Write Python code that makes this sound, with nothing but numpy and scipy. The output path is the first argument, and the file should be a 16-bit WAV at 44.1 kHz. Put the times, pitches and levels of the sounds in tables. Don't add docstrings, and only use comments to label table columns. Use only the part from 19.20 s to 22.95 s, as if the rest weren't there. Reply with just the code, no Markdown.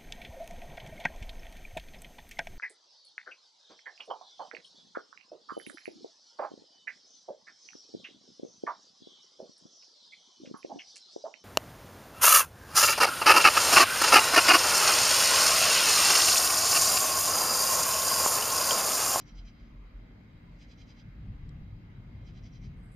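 import sys
import numpy as np
from scipy import signal
from scipy.io import wavfile

SR = 44100
rng = np.random.default_rng(int(sys.argv[2]) if len(sys.argv) > 2 else 0)


def generate_wav(sig):
    pcm = np.round(np.clip(np.atleast_2d(sig).T, -1, 1) * 32767).astype(np.int16)
    wavfile.write(sys.argv[1], SR, pcm)


def volts_from_db(level):
    exponent = np.asarray(level, float) / 20
    return 10 ** exponent


N = 165375


def rms_one(x):
    return x / np.sqrt(np.mean(x ** 2) + 1e-20)


def in_time(rows):
    return np.interp(np.arange(N) / SR, *np.transpose(rows))


def at_hz(points, hz):
    points_hz, values = np.transpose(points)
    return np.interp(np.log(hz), np.log(points_hz), values)


def drift(rate_hz):
    r = np.exp(-80 * np.pi * rate_hz / SR)
    noise = rng.standard_normal(N // 40 + 2002)
    slow = signal.lfilter([1], [1, -2 * r, r * r], noise)[2000:]
    return np.interp(np.arange(N) / 40, np.arange(len(slow)), rms_one(slow))


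def resonate(x, hz, width_hz):
    r = np.exp(-np.pi * width_hz / SR)
    poles = [1, -2 * r * np.cos(2 * np.pi * hz / SR), r * r]
    return signal.lfilter([(1 - r * r) / 2, 0, (r * r - 1) / 2], poles, x + 1e-18)


def ring_twice(x, hz, width_hz):
    return resonate(resonate(x, hz, width_hz), hz, 2 * width_hz)


def sides(pan_db):
    return volts_from_db(np.array([[pan_db / 2], [-pan_db / 2]]))


def scatter(voice, t60_s):
    tail_s = np.arange(SR // 2) / SR
    echo = rng.standard_normal((2, len(tail_s))) * volts_from_db(-60 * tail_s / t60_s) * (tail_s > .001)
    echo = echo / np.sqrt(np.sum(echo ** 2, axis=1, keepdims=True))
    return signal.fftconvolve(voice, echo, axes=1)[:, :N]


def banded_noise(spectrum, patchy_db, rate_hz, per_octave=4):
    # f/Hz, correlation
    likeness = [(60, 0.98), (150, 1), (380, 0.62), (950, -0.17), (2380, 0.16), (5980, -0.19),
                (15000, 0.031)]
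    # f/Hz, difference/dB
    balance = [(60, 2.5), (180, 1.0), (550, 1.0), (1650, 0.5), (4970, -0.5), (15000, 4)]
    out, run_in = 0, SR // 2
    white = rng.standard_normal((2, 2, N + run_in))
    bottom_hz, top_hz = spectrum[0][0], spectrum[-1][0]
    edges_hz = np.geomspace(bottom_hz, top_hz, int(per_octave * np.log2(top_hz / bottom_hz)) + 2)
    for k, (low_hz, high_hz) in enumerate(zip(edges_hz, edges_hz[1:])):
        band = signal.butter(2, [low_hz, high_hz], "band", fs=SR, output="sos")
        mid, side = signal.sosfilt(band, white[k % 2])[:, run_in:]
        hz = np.sqrt(low_hz * high_hz)
        alike = np.clip(at_hz(likeness, hz), -1, 1)
        gain = volts_from_db(at_hz(spectrum, hz) + patchy_db * drift(rate_hz)) * sides(at_hz(balance, hz))
        out = out + gain * (np.sqrt(1 + alike) * mid + np.sqrt(1 - alike) * side * [[1], [-1]])
    return rms_one(out)


def insect(strokes, stroke_s, wing, teeth_per_s, split_hz):
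    # t/s, left lag/s
    left_lag = [(.6, .00003), (1.2, 0)]
    rise_share, fall_share = 0.59, 0.36
    t = np.arange(N) / SR
    phase = np.cumsum(teeth_per_s / SR * np.exp(.45 * drift(300)))
    teeth = np.diff(np.floor(phase), prepend=0) * volts_from_db(2 * rng.standard_normal(N))

    low, middle, top = np.zeros((3, 2, N))
    for start_s, level_db, pan_db, middle_db, top_db in strokes:
        u = (t - start_s) / stroke_s
        gain = volts_from_db(level_db + 2.5) * sides(pan_db)
        rise = (u / rise_share).clip(0) ** 0.78
        fall = np.clip((1 - u) / fall_share, 0, 1) * (u > 0)
        lead_in = volts_from_db(-16.5) * (u < rise_share) * (t > start_s - 0.034)
        swell = np.minimum(rise, fall) + lead_in
        low += gain * swell
        caught = gain * (swell + 0.42 * fall * np.clip(1 - u / rise_share, 0, 1))
        middle += volts_from_db(middle_db) * caught
        top += volts_from_db(top_db) * caught

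    voice, even = 0, 0
    for k, (hz, width_hz, mode_db, pan_db) in enumerate(wing):
        stroke = (low, middle, top)[np.searchsorted(split_hz, hz)]
        gain = (-1) ** k * volts_from_db(mode_db) / np.sqrt(width_hz)
        struck = teeth * volts_from_db(1.6 * drift(22)) * stroke
        voice = voice + gain * sides(pan_db) * ring_twice(struck, hz, width_hz)
        even = even + gain * ring_twice(teeth, hz, width_hz)
    voice = voice / np.std(even)

    direct = np.array([np.interp(t - in_time(left_lag), t, voice[0]), voice[1]]) * sides(2)
    leaves = volts_from_db(-5) * scatter(voice, t60_s=.05) * sides(2)
    trees = volts_from_db(-13) * scatter(voice, t60_s=0.66)
    return direct + leaves + trees


def katydid():
    # start t/s, level/dB, left-right/dB, middle/dB, top/dB
    near_strokes = [(-.038, -65, -1, 4, 4), (.053, -68.5, -2, 7.5, 2), (.149, -65, -2, 1.5, -1),
                    (.245, -66, -2, 2.5, -3), (1.386, -66.5, -4.5, 0, 3), (1.48, -67, -5, -0.5, 1),
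                    (1.572, -67.5, -5, 0.5, 0), (1.666, -67.5, -3, -1, -1.5), (1.76, -67, -3.5, 0, -3),
                    (3.046, -69.5, -4, 0, -1), (3.136, -69.5, -4, 0.5, -2), (3.224, -68.5, -3, 4, -3),
                    (3.318, -69.5, -3, 4, -2), (3.412, -69.5, -4, 4, 1)]
    # start t/s, level/dB, left-right/dB, middle/dB, top/dB
    far_strokes = [
        (.31, -85, -2, -8, -9),
        (.35, -78.5, -3, -8, -12),
        (.39, -78.5, 5, -6, -8),
        (.43, -79.5, -3, -4, -8),
        (.47, -83, -5, -7, -12),
    ]
    # f/Hz, width/Hz, level/dB, left-right/dB
    katydid_wing = [(2300, 460, 2.5, 2), (3123, 165, 1.5, -6), (3440, 110, -8, -5.5), (3685, 81, -9, -1.5),
                    (4010, 200, -2.5, -8), (4480, 250, -5, -1.5), (4800, 140, -4.5, -1), (4980, 97, 1, 2),
                    (5565, 270, -3.5, -3), (6130, 150, -5, 2), (6550, 180, -13.5, -4.5),
                    (7030, 130, -15, 0), (7560, 150, -16.5, -1), (8220, 500, -21.5, -6)]
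    rasp = insect(near_strokes + far_strokes, stroke_s=0.069, wing=katydid_wing, teeth_per_s=600,
                  split_hz=(5300, 6350))
    air_loss = signal.butter(4, 7560, fs=SR, output="sos")
    return signal.sosfilt(air_loss, volts_from_db(-0.74) * rasp)


def high_insect():
    # start t/s, level/dB, left-right/dB, middle/dB, top/dB
    high_strokes = [
        (3.565, -94.5, -8, -6, 4),
        (3.605, -99, -3, 0, -5),
        (3.632, -85, -5, -4, 2),
        (3.67, -91, -7, -1, -10),
        (3.695, -94, 0, -4, 1),
        (3.716, -83, -3, 0, 3),
    ]
    # f/Hz, width/Hz, level/dB, left-right/dB
    high_wing = [(7400, 700, -10, 0), (8200, 610, -1, -7), (8760, 600, -7, -7), (10100, 360, -5, -6),
                 (11600, 1000, -12, 0)]
    return insect(high_strokes, stroke_s=0.046, wing=high_wing, teeth_per_s=280, split_hz=(5300, 9500))


def thunder():
    # t/s, level/dB
    roll = [(0.0, -54.5), (0.4, -58.5), (0.49, -54), (0.72, -58.5), (0.78, -54), (1.82, -56), (1.88, -44.5),
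            (1.92, -62.5), (1.98, -46), (2.09, -43.5), (2.11, -41), (2.19, -50), (2.23, -44.5),
            (2.89, -49.5), (3.05, -45), (3.38, -49.5), (3.46, -42.5), (3.75, -53)]
    # f/Hz, density/dB per Hz
    roll_colour = [(16, -30.5), (27, -3), (38, 2.5), (50, -9.5), (70, -2.5), (102, -1.5), (178, -4),
                   (216, -17), (300, -22), (390, -48.5), (660, -120)]
    # f/Hz, width/Hz, level/dB
    street_booms = [(57.14, 3, -3.5), (102.53, 6, -3.5), (136.46, 3.4, -10)]
    noise = rng.standard_normal(N + SR)
    booms = 0
    for hz, width_hz, boom_db in street_booms:
        boom = resonate(resonate(noise, hz, width_hz), hz, 3 * width_hz)[SR:]
        booms = booms + volts_from_db(boom_db) * rms_one(boom)
    broad = banded_noise(roll_colour, patchy_db=1.0, rate_hz=3.5)
    return volts_from_db(in_time(roll)) * (broad + volts_from_db(-2.5) * booms)


def snap():
    # f/Hz, width/Hz, level/dB
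    snap_modes = [(4030, 390, 0), (5250, 350, -2), (7500, 200, -10), (8100, 300, -12), (11800, 700, -24),
                  (14900, 830, -20)]
    snap_s, snap_db = 2.2921, -71.5
    click = np.zeros((2, N))
    click[:, int(snap_s * SR)] = volts_from_db(snap_db)
    click[:, int((snap_s + .0007) * SR)] = volts_from_db(snap_db + 1.0) * np.array([-1, 1])
    out = 0
    for hz, width_hz, mode_db in snap_modes:
        ringing = resonate(resonate(click, hz, 2 * width_hz), hz, 2 * width_hz)
        out = out + volts_from_db(mode_db) * ringing * SR / width_hz
    return out


def far_knock():
    knock_hz, knock_width_hz = 1350, 600
    knock = np.zeros((2, N))
    knock[:, int(.764 * SR)] = volts_from_db(-69) * SR / knock_width_hz
    return resonate(resonate(knock, knock_hz, knock_width_hz), knock_hz, knock_width_hz)


def compressor():
    # multiple of rotation, level/dB rms
    hum_partials = [(3, -68), (4, -69), (5, -70.5), (8, -84.5), (18, -102), (21, -87), (35, -88), (36, -81),
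                    (37, -87.5)]
    turn = 2 * np.pi * np.cumsum(59.12 * (1 + 0.001 * drift(1.28))) / SR
    out = 0
    for k, partial_db in hum_partials:
        phase = rng.uniform(0, 2 * np.pi) + np.array([[0], [k * 0.047]])
        out = out + volts_from_db(partial_db + 3.5 + 2.6 * drift(4.0)) * np.sin(k * turn + phase)
    return out


def engine_drone():
    # t/s, level/dB
    drone_level = [(0.0, -66), (0.16, -50), (0.87, -50), (0.93, -57.5), (1.84, -56), (2.12, -41),
                   (2.16, -59), (2.31, -51), (2.36, -73), (2.42, -36.5), (2.46, -58.5), (3.75, -51)]
    drone_hz, drone_width_hz = 42.3, 11
    noise = rng.standard_normal(N + SR)
    drone = resonate(resonate(noise, drone_hz, drone_width_hz), drone_hz, drone_width_hz)[SR:]
    return volts_from_db(in_time(drone_level) + 0.5) * rms_one(drone)


def chorus():
    # f/Hz, width/Hz, level/dB rms
    cricket_bands = [(2056, 260, -75), (3206, 97, -84.5), (3890, 170, -85), (4880, 190, -88.5),
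                     (6470, 150, -95)]
    out = 0
    for hz, width_hz, band_db in cricket_bands:
        noise = rng.standard_normal((2, N))
        band = rms_one(resonate(resonate(noise, hz, width_hz), hz, width_hz))
        out = out + volts_from_db(band_db + 2 * drift(14)) * band
    return out


def town():
    # f/Hz, density/dB per Hz
    town_colour = [(120, -46.5), (200, -4), (243, -1), (323, -16.5), (399, -6), (441, -28.5), (475, -16),
                   (937, -19.5), (1800, -22.5), (2340, -58.5), (3960, -120)]
    return volts_from_db(-60) * banded_noise(town_colour, patchy_db=1.88, rate_hz=3.0)


def night_air():
    # f/Hz, density/dB per Hz
    air_colour = [(940, -32), (1600, -9.5), (2170, -4.5), (2520, -7.5), (4500, -17), (4870, -16),
                  (5710, -30.5), (6410, -26), (9000, -38), (11700, -60.5), (19800, -120)]
    return volts_from_db(-71) * banded_noise(air_colour, patchy_db=1.45, rate_hz=5.1, per_octave=5)


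def mic_hiss():
    # f/Hz, density/dB per Hz
    hiss_colour = [(8500, -23.5), (9500, -19), (10750, -9.5), (11050, -3.5), (13000, -5.5), (15000, -1),
                   (17000, -2.5)]
    return volts_from_db(-89.5) * banded_noise(hiss_colour, patchy_db=1.0, rate_hz=6.9, per_octave=16)


def scene():
    insects = katydid() + high_insect() + chorus()
    machines = compressor() + engine_drone()
    background = town() + night_air() + mic_hiss()
    return insects + thunder() + snap() + far_knock() + machines + background


def top_cut(x):
    return signal.sosfilt(signal.butter(12, 15650, fs=SR, output="sos"), x)


def record(dry):
    low_pass = signal.ellip(12, .5, 60, 15600, fs=SR, output="sos")
    return top_cut(signal.sosfilt(low_pass, dry))


dry = scene()
out = record(dry)
generate_wav(out)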